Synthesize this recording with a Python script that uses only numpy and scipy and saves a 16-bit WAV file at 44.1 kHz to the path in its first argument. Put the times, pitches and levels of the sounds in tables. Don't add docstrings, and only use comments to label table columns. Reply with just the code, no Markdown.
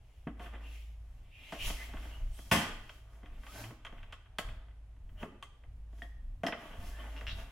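import sys
import numpy as np
from scipy import signal
from scipy.fft import rfft, irfft, next_fast_len
from scipy.io import wavfile
from scipy.ndimage import uniform_filter1d

SR = 44100
rng = np.random.default_rng(int(sys.argv[2]) if len(sys.argv) > 2 else 0)


def inscribe(sig):
    pcm = np.round(np.clip(np.atleast_2d(sig).T, -1, 1) * 32767)
    wavfile.write(sys.argv[1], SR, pcm.astype(np.int16))


N = 331303



def from_db(db):
    return 10 ** (np.asarray(db) / 20)


def rms_one(x):
    return x / np.sqrt(np.mean(x ** 2) + 1e-20)


def at_hz(points, hz):
    table_hz, values = np.array(points)[:, 0], np.array(points)[:, 1]
    return np.interp(np.log(hz), np.log(table_hz), values)


def cut(x, hz, kind, order=2):
    return signal.sosfilt(signal.butter(order, hz, kind, fs=SR, output="sos"), x)


def colour(x, spectrum):
    size = 8192
    bin_hz = np.maximum(np.arange(size // 2 + 1) * SR / size, 1)
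    cepstrum = irfft(np.log(from_db(at_hz(spectrum, bin_hz))))
    cepstrum[1:size // 2] *= 2
    cepstrum[size // 2 + 1:] = 0
    response = irfft(np.exp(rfft(cepstrum)))
    return signal.fftconvolve(x, response)[:len(x)]


def resonate(x, modes):
    out = 0
    for k, (hz, width_hz, db) in enumerate(modes):
        r = np.exp(-np.pi * width_hz / SR)
        feed = (1 - r * r) / 2 * np.array([1, 0, -1])
        feedback = [1, -2 * r * np.cos(2 * np.pi * hz / SR), r * r]
        ringing = signal.lfilter(feed, feedback, x + 1e-18)
        out = out + (-1) ** k * from_db(db) * ringing
    return out


def grains(size, per_s, uneven_db):
    sizes = from_db(uneven_db * np.minimum(rng.exponential(1, size), 4))
    signs = rng.choice([-1, 1], size)
    happens = rng.random(size) < per_s / SR
    return rms_one(sizes * signs * happens)


def even(x, width_hz):
    size = 2 * x.shape[-1]
    spectrum = rfft(x, size)
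    power = np.abs(spectrum) ** 2
    bins = max(int(width_hz * size / SR), 1)
    near, wide = uniform_filter1d(power, bins), uniform_filter1d(power, 20 * bins)
    levelling = np.sqrt(np.abs(wide) / (np.abs(near) + 1e-12))
    return irfft(spectrum * levelling)[..., :x.shape[-1]]


def swell(s, rise_s, fall_s, shape):
    away = np.linspace(-1, 1, 161) * 8
    moments = s + away * np.where(away < 0, rise_s, fall_s)
    gains = from_db(-20 * np.abs(away) ** np.clip(shape, .5, 2))
    return np.interp(np.arange(N) / SR, moments, gains)


def add(track, s, sound):
    start = round(s * SR)
    track[start:start + len(sound)] += sound[:N - start]


# f/Hz, likeness (0 = unrelated, 1 = the same)
LIKENESS = [(100, 0.98), (250, 0.98), (500, 0.86), (1000, 0.82), (2000, 0.27), (4000, 0.07), (9000, 0.16)]


def spread(mid, side):
    size = next_fast_len(len(mid))
    bin_hz = np.maximum(np.arange(size // 2 + 1) * SR / size, 1)
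    alike = np.clip(at_hz(LIKENESS, bin_hz), -1, 1)
    shared = rfft(mid, size) * np.sqrt(1 + alike)
    opposed = rfft(side, size) * np.sqrt(1 - alike) * [[1], [-1]]
    return irfft(shared + opposed, size)[:, :len(mid)] / np.sqrt(2)


# peak t/s, rise t/s, fall t/s,
# drag level/dB, rasp level/dB, hiss level/dB
STROKES = [(0.15, 0.42, 0.44, -86, -78, -81), (0.425, 0.054, .11, -50, -57.5, -65.5),
           (0.55, .05, 0.056, -54.5, -65, -85), (0.62, .06, 0.13, -60, -70, -86),
           (0.73, 0.2, 0.21, -70, -62.5, -65.5), (1.15, 0.58, .3, -77, -83, -80.5),
                      (1.5, 0.23, 0.43, -65.5, -55, -65.5), (1.665, 0.1, 0.1, -49.5, -46, -43.5),
           (1.83, 0.31, 0.087, -54, -54.5, -57.5), (2.04, 0.3, 0.33, -56.5, -61, -64),
           (2.39, 0.15, 0.6, -67.5, -67.5, -62), (2.94, 0.22, 0.11, -64.5, -68, -69.5),
           (3.14, 0.11, 0.12, -68.5, -84, -75.5), (3.37, 0.42, 0.3, -64.5, -71.5, -80),
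           (3.589, 0.18, 0.12, -51.5, -56, -53), (3.98, 0.33, 0.32, -64, -69, -83),
           (4.431, 0.12, .28, -59.5, -72, -83), (5.215, 0.054, 0.056, -51, -64, -65.5),
           (5.99, 0.11, 0.17, -71, -75, -72), (6.619, 0.12, 0.37, -52.5, -60, -67),
           (6.87, 0.15, 0.13, -60, -64, -59.5), (7.01, 0.26, 1, -54.5, -63, -67),
           (7.39, 0.12, 0.084, -53, -62, -63)]
# f/Hz, width f/Hz, level/dB
PANEL = [(231, 5.3, -4), (307.7, 32, 2.5), (471, 16, -4.5), (542.5, 23, 2.5), (630, 53, 0), (721.5, 39, 4),
         (875, 46, -14.5), (1083, 17, 0.5), (1212, 65, -6.5), (1312, 16, 2.5), (1486, 120, -5),
         (1650, 93, 4.5), (1862, 150, -2.5), (2038, 70, 5), (2606, 60, -10.5), (3030, 89, 0.5),
         (3210, 76, -10.5)]
# f/Hz, relative level/dB
DRAG = [(120, -4), (280, 3), (430, -5), (620, -4), (1000, -3.5), (1800, -9.5), (2400, -13.5), (4000, -49)]
RASP = [(1400, -23.5), (2100, -2.5), (2700, -2.5), (3250, -1), (3900, -14), (6000, -48.5)]
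HISS = [(2800, -17.5), (3900, 2.5), (6000, 2), (9000, -2), (11500, 1), (13500, -5), (16000, -6.5)]
RESTING_DB = (-82, -91.5, -92)
STROKE_SHAPE = 1.33


def rubbing():
    swells = np.array([swell(s, rise_s, fall_s, STROKE_SHAPE) for s, rise_s, fall_s, *_ in STROKES])
    peaks = from_db([levels_db for _, _, _, *levels_db in STROKES])
    resting = from_db(RESTING_DB)[:, None]
    drag, rasp, hiss = np.sqrt(resting ** 2 + peaks.T ** 2 @ swells ** 2)
    coarse = colour(grains(N, 1600, 6.64), DRAG)
    coarse = rms_one(coarse + from_db(5) * resonate(coarse, PANEL))
    fine = rms_one(colour(grains(N, 5000, 5.8), RASP))
    finest = rms_one(colour(grains(N, 17000, 1.5), HISS))
    return drag * coarse + rasp * fine + hiss * finest


# start t/s, end t/s, top level/dB
HUM_SWELLS = [(0.103, 1.3, -44.5), (1.462, 2.6, -44.5), (2.746, 3.9, -51.5), (4.2, 5.25, -51),
              (5.5, 6.5, -46.5), (6.682, 7.58, -43)]
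# t/s, f/Hz
HUM_HZ = [(0.0, 54.5), (2.3, 54.3), (2.7, 53.04), (7.51, 53)]
# peak t/s, half length t/s, level/dB
LUMPS = [(1.183, 0.25, -50.5), (1.685, 0.098, -33), (1.97, 0.18, -44.5), (2.257, 0.14, -35),
         (2.47, 0.043, -45), (2.77, 0.16, -44.5), (3.366, 0.15, -44.5), (3.99, 0.26, -47),
         (4.505, 0.14, -40.5), (5.137, 0.2, -45), (5.76, 0.19, -49), (6.294, .19, -41), (6.83, 0.16, -39),
         (7.358, 0.19, -42.5)]
# f/Hz, relative level/dB
RUMBLE = [(12, -14), (22, -5.5), (32, 1), (42, -10.5), (60, -21.5), (90, -15), (140, -31), (260, -36.5),
          (600, -72.5)]
# f/Hz, relative level/dB
AIR = [(35, -32.5), (60, 1), (113, -4), (184, -27), (515, -27.5), (698, -26), (1380, -35.5), (2710, -36),
       (4640, -45.5), (11300, -48), (16000, -83.5)]
HUM_LOWEST_DB, RUMBLE_FLOOR_DB, AIR_DB = -64, -59, -61
HUM_SHAPE, LUMP_SHAPE = 0.97, 1.8


def background():
    t = np.arange(N) / SR
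    hum = from_db(HUM_LOWEST_DB)
    for start, end, db in HUM_SWELLS:
        arch = np.abs(np.sin(np.pi * np.clip((t - start) / (end - start), 0, 1)))
        hum = np.maximum(hum, from_db(db) * arch ** HUM_SHAPE)
    rumble = from_db(RUMBLE_FLOOR_DB)
    for s, half_s, db in LUMPS:
        rumble = np.maximum(rumble, from_db(db) * swell(s, half_s, half_s, LUMP_SHAPE))
    hum_hz = np.interp(t, *np.transpose(HUM_HZ))
    tone = np.sqrt(2) * np.sin(2 * np.pi * np.cumsum(hum_hz) / SR)
    lumps = colour(rng.standard_normal(N), RUMBLE)
    lumps = lumps / np.sqrt(uniform_filter1d(lumps ** 2, size=6000))
    air = spread(*[rms_one(colour(white, AIR)) for white in rng.standard_normal((2, N))])
    return hum * tone + rumble * lumps + from_db(AIR_DB) * air


# t/s, f/Hz, starting level/dB, t60 t/s
PINGS = [(0.27, 255, -27, 0.068), (1.525, 656, -35.5, 0.09), (5.426, 1130, -41, 0.034),
         (6.020, 1860, -34.5, 0.046), (6.023, 3250, -44, 0.034), (6.021, 699, -51, 0.13),
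         (6.024, 1700, -71, 0.3), (6.436, 675, -25.5, 0.064), (6.468, 690, -30.5, 0.055),
         (6.467, 1950, -33.5, 0.074), (6.465, 5900, -34.5, 0.0096), (6.466, 5230, -32.5, 0.016)]


def pings():
    out, t = np.zeros(N), np.arange(SR) / SR
    for s, hz, db, t60 in PINGS:
        add(out, s, from_db(db - 60 * t / t60) * np.sin(2 * np.pi * hz * t))
    return out


# f/Hz, relative level/dB (per Hz)
BLOW = [(120, 9), (260, 9), (400, 0), (650, 0.5), (1500, -2), (3200, -3.5), (4000, -12.5), (6000, -15.5),
        (11000, -16.5), (15500, -27)]
BLOW_EDGES = [450, 1000, 3500]


def blow(levels_db, t60, lift_db, sharp_db, modes_db):
    t = np.arange(SR // 2 if t60 > .2 else SR // 5) / SR
    dying = from_db(-60 * t / max(t60, .01))
    contact = from_db(sharp_db - 60 * t / 0.008)
    chatter = grains(len(t), 9000, 3.2) * (dying + contact)
    shake = colour(even(chatter, width_hz=45), BLOW)
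    shake = shake + from_db(modes_db) * resonate(shake, PANEL)
    low, middle, high = BLOW_EDGES
    clack = cut(shake, [middle, high], "band", order=5)
    thud = cut(shake, [150, low], "band", order=3)
    body = cut(shake, [low, middle], "band", order=3)
    crack = cut(shake, high, "high", order=5)
    crack = colour(crack, [(6000, 0.032), (14000, 2 * lift_db)])
    out = 0
    for db, x in zip(levels_db, [clack, thud, body, crack]):
        loudest = np.sqrt(uniform_filter1d(x * x, size=441).max())
        out = out + from_db(db) * x / loudest
    return out


# t/s, clack level/dB, thud level/dB, crack level/dB, ring t60 t/s
KNOCKS = [(0.2717, -46.5, -41, -72, 0.078), (0.3952, -53.5, -50.5, -64, 0.1),
          (0.5342, -55.5, -58, -69, .08), (0.553, -57, -61, -72, .07), (1.522, -46, -44.5, -50, .12),
          (1.7007, -43, -45.5, -45, 0.021), (1.935, -52, -46.5, -68, 0.085), (2.0499, -58, -53, -71, 0.037),
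          (2.388, -56, -54, -71, 0.014), (3.2317, -61, -53, -76, 0.07), (3.7072, -55.5, -50, -68.5, 0.049),
          (3.925, -57.5, -52.5, -68, .036), (4.3849, -33.5, -43.5, -35, 0.032), (4.964, -73, -70, -86, .04),
          (5.2285, -43, -39.5, -60, 0.036), (5.6359, -62.5, -69, -85.5, .03), (5.928, -71, -60, -75, .04),
          (5.9838, -72, -63, -68.5, 0.11), (6.021, -62, -54.5, -57.5, 0.12), (6.4341, -40, -37, -51, 0.13),
          (6.466, -37.5, -52, -39, 0.043), (6.4823, -37.5, -42, -59, 0.033),
          (6.523, -36.5, -46, -73, 0.059), (7.21, -47, -60, -57, 0.023)]
KNOCK_BODY_DB, KNOCK_LIFT_DB = -0.5, -2


def knocks():
    out = np.zeros(N)
    for s, clack, thud, crack, t60 in KNOCKS:
        body = (clack + thud) / 2 + KNOCK_BODY_DB
        add(out, s, blow([clack, thud, body, crack], t60, KNOCK_LIFT_DB, sharp_db=5, modes_db=7))
    return out


# t/s, clack level/dB, crack level/dB
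TICKS = [(0.4595, -52, -75), (1.9688, -49.5, -73), (2.8933, -48, -56), (3.259, -55, -68),
         (3.4335, -54.5, -79), (3.4656, -51, -64), (3.6399, -47.5, -60), (3.849, -45, -55),
         (3.866, -47.5, -61), (3.9807, -58, -75), (4.0302, -53.5, -66), (4.124, -47.5, -54.5),
         (4.2574, -65, -85), (4.4873, -51, -67), (4.6829, -66, -93.5), (5.0913, -67, -83),
         (5.4262, -47.5, -50)]
# f/Hz, width f/Hz, level/dB
TICK_RING = [(1800, 120, -7.5), (3230, 210, -4)]
TICK_THUD_DB, TICK_BODY_DB = -20.5, -11.5
TICK_LIFT_DB, TICK_T60_S = -4, 0.048
STRAIN_S = (3.1, 4.8)
FAINT_TICKS_PER_S, FAINT_TICK_DB, FAINT_SPREAD_DB = 6.3, -70, -1.5
FAINT_CRACK_DB = -33


def ticks():
    out, (start, end) = np.zeros(N), STRAIN_S
    moments = np.arange(start, end, 1 / FAINT_TICKS_PER_S)
    late, strong = rng.uniform(-1, 1, (len(moments), 2)).T
    faint_s = moments + late / FAINT_TICKS_PER_S / 2
    faint_db = FAINT_TICK_DB + FAINT_SPREAD_DB * strong
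    faint = zip(faint_s, faint_db, faint_db + FAINT_CRACK_DB)
    for s, clack, crack in [*TICKS, *faint]:
        levels_db = [clack, clack + TICK_THUD_DB, clack + TICK_BODY_DB, crack]
        add(out, s, blow(levels_db, TICK_T60_S, TICK_LIFT_DB, sharp_db=5.5, modes_db=5))
    return out - resonate(out, TICK_RING)


# start t/s, length t/s, centre f/Hz, width f/Hz, level/dB
SCRAPES = [(0.612, .1, 2710, 600, -62), (.738, 0.061, 2333, 700, -65.5), (1.308, 0.12, 2580, 450, -63),
           (1.578, 0.097, 2834, 710, -45), (1.767, 0.091, 1976, 304.3, -53), (2.097, 0.081, 2910, 300, -63),
           (2.306, 0.1, 8600, 700, -68), (2.329, 0.14, 3250, 200, -70.5), (2.336, .065, 11260, 500, -67.5),
           (5.164, .077, 2994, 350, -62.5), (5.235, .07, 292, 220, -53.5), (6.702, 0.052, 2920, 300, -62.5),
           (6.853, 0.22, 1717, 150, -64.5), (6.976, 0.048, 3105, 200, -60.5),
           (7.285, 0.038, 3700, 1100, -49)]
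SCRAPE_GLIDE = 0.034


def scrapes():
    out = np.zeros(N)
    for s, length_s, hz, width_hz, db in SCRAPES:
        size = int(max(length_s, .01) * SR)
        glide_hz = hz * (1 + SCRAPE_GLIDE * np.linspace(-1, 1, size))
        phase = 2 * np.pi * np.cumsum(glide_hz) / SR
        shake = cut(rng.standard_normal((2, size)), width_hz / 2, "low")
        band = shake[0] * np.cos(phase) + shake[1] * np.sin(phase)
        stroke = np.sqrt(np.hanning(size)) * band
        add(out, s, from_db(db) * rms_one(stroke))
    return out


# t/s, clack level/dB, thud level/dB, body level/dB,
# crack level/dB, t60 t/s, first contact level/dB, panel resonance level/dB
SNAP = [(2.5129, -26, -37.5, -32.5, -31, 0.077, 0.5, 1), (2.517, -33, -38.5, -36, -36, 0.37, -6, 5.5)]
SNAP_LIFT_DB = -1
BOOM_DB, BOOM_T60_S, BOOM_RISE_S = -34, 0.46, .003


def snap():
    out, t = np.zeros(N), np.arange(SR) / SR
    for s, *levels_db, t60, sharp_db, modes_db in SNAP:
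        add(out, s, blow(levels_db, t60, SNAP_LIFT_DB, sharp_db, modes_db))
    boom = rms_one(cut(rng.standard_normal(SR), [60, 240], "band"))
    dying = from_db(BOOM_DB - 60 * t / BOOM_T60_S)
    rising = 1 - np.exp(-t / BOOM_RISE_S)
    add(out, SNAP[0][0], dying * rising * boom)
    return out


# start t/s, length t/s, first f/Hz, last f/Hz, level/dB
SQUEAKS = [(3.471, 0.055, 1104, 1367, -54), (3.495, 0.15, 1480, 1584, -58.5),
           (3.565, 0.078, 1597, 1750, -55.5)]


def squeaks():
    out = np.zeros(N)
    for s, length_s, first_hz, last_hz, db in SQUEAKS:
        size = int(max(length_s, .01) * SR)
        waver = rms_one(cut(rng.standard_normal(size), 150, "low"))
        note_hz = np.linspace(first_hz, last_hz, size) * (1 + 0.014 * waver)
        phase = 2 * np.pi * np.cumsum(note_hz) / SR
        add(out, s, from_db(db) * np.sqrt(np.hanning(size)) * np.sin(phase))
    return out


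# t/s, slip rate f/Hz, level/dB
GROAN = [(3.519, 76, -54), (3.581, 116, -57.5), (3.65, 105, -51.5), (3.70, 126, -50), (3.731, 112, -59),
         (3.759, 110, -85)]
# f/Hz, relative level/dB
GROAN_BODY = [(50, -22), (110, 3), (220, -12.5), (330, -3), (450, -39), (700, -16), (1500, -27),
              (3000, -43)]


def groan():
    s, per_s, db = np.transpose(GROAN)
    t = np.arange(N) / SR
    waver = rms_one(cut(rng.standard_normal(N), 36, "low"))
    rate = np.interp(t, s, per_s) * (1 + 0.0187 * waver)
    slips_so_far = np.floor(np.cumsum(rate) / SR)
    jerks = rms_one(colour(np.diff(slips_so_far, prepend=0), GROAN_BODY))
    sounding = (t > s[0]) * (t < s[-1])
    return jerks * from_db(np.interp(t, s, db)) * sounding


# start t/s, first peak level/dB (before scatter)
SLIP_RUNS = [(7.1646, -36), (7.268, -26.5), (7.3032, -36), (7.386, -42)]
# f/Hz, width f/Hz, relative level/dB
BLADE = [(1600, 770, -2.5), (2770, 130, 7.5), (3260, 170, 1.5), (3900, 1330, -10.5), (5400, 560, -9.5)]
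SLIP_GAP_S, SLIP_JITTER = .0058, .25
SLIP_LOSS_DB, SLIP_SPREAD_DB = 2.2, 4.5


def slips(count=5):
    out = np.zeros(N)
    tick = resonate(signal.unit_impulse(SR // 20), BLADE)
    tick = tick / np.abs(tick).max()
    for s, db in SLIP_RUNS:
        for k, (late, strong) in enumerate(rng.uniform(-1, 1, (count, 2))):
            slip_db = db - SLIP_LOSS_DB * k + SLIP_SPREAD_DB * strong
            add(out, s, from_db(slip_db) * tick)
            s += SLIP_GAP_S * (1 + SLIP_JITTER * late)
    return out


# f/Hz, t60 t/s
GARAGE = [(100, 0.3), (500, 0.6), (2500, 0.62), (6000, 0.43), (14000, 0.25)]


def garage(x, wet_db, treble_db, early_db):
    t, edges = np.arange(SR) / SR, np.geomspace(70, 17000, 9)
    out, places = 0, 5
    for place in range(places):
        tails = 0
        for low, high in zip(edges, edges[1:]):
            hz = np.sqrt(low * high)
            late = from_db(-60 * t / at_hz(GARAGE, hz))
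            early = from_db(early_db - 60 * t / 0.1)
            gain = from_db(wet_db + treble_db * hz / (hz + 3000))
            noise = cut(rng.standard_normal((2, SR)), [low, high], "band")
            tails = tails + gain * (late + early) * noise
        tails = tails * (t > .003) / np.sqrt(SR / 20)
        away = (np.arange(N) / SR * 7 - place) % places - places / 2
        here = np.sqrt(np.maximum(1 - np.abs(away), 0))
        echo = spread(*even(tails, width_hz=12))
        out = out + signal.fftconvolve((x * here)[None], echo, axes=1)[:, :N]
    return out


def scene():
    rub = rubbing() + scrapes()
    hits = pings() + knocks() + ticks()
    crack = snap()
    creaks = squeaks() + groan() + slips()
    near = hits + crack + creaks + from_db(-2.5) * rub
    to_room = hits + from_db(8.5) * crack + from_db(4.5) * rub + from_db(3) * creaks
    direct = colour(near, [(3000, -0.5), (5000, -6.5), (9000, -8.5)])
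    return direct + garage(to_room, wet_db=-12.0, treble_db=5.5, early_db=10.5) + background()


CUTOFF_HZ = 15900


def record(dry):
    return signal.sosfilt(signal.ellip(10, .2, 80, CUTOFF_HZ, fs=SR, output="sos"), dry)


dry = scene()
out = record(dry)
inscribe(out)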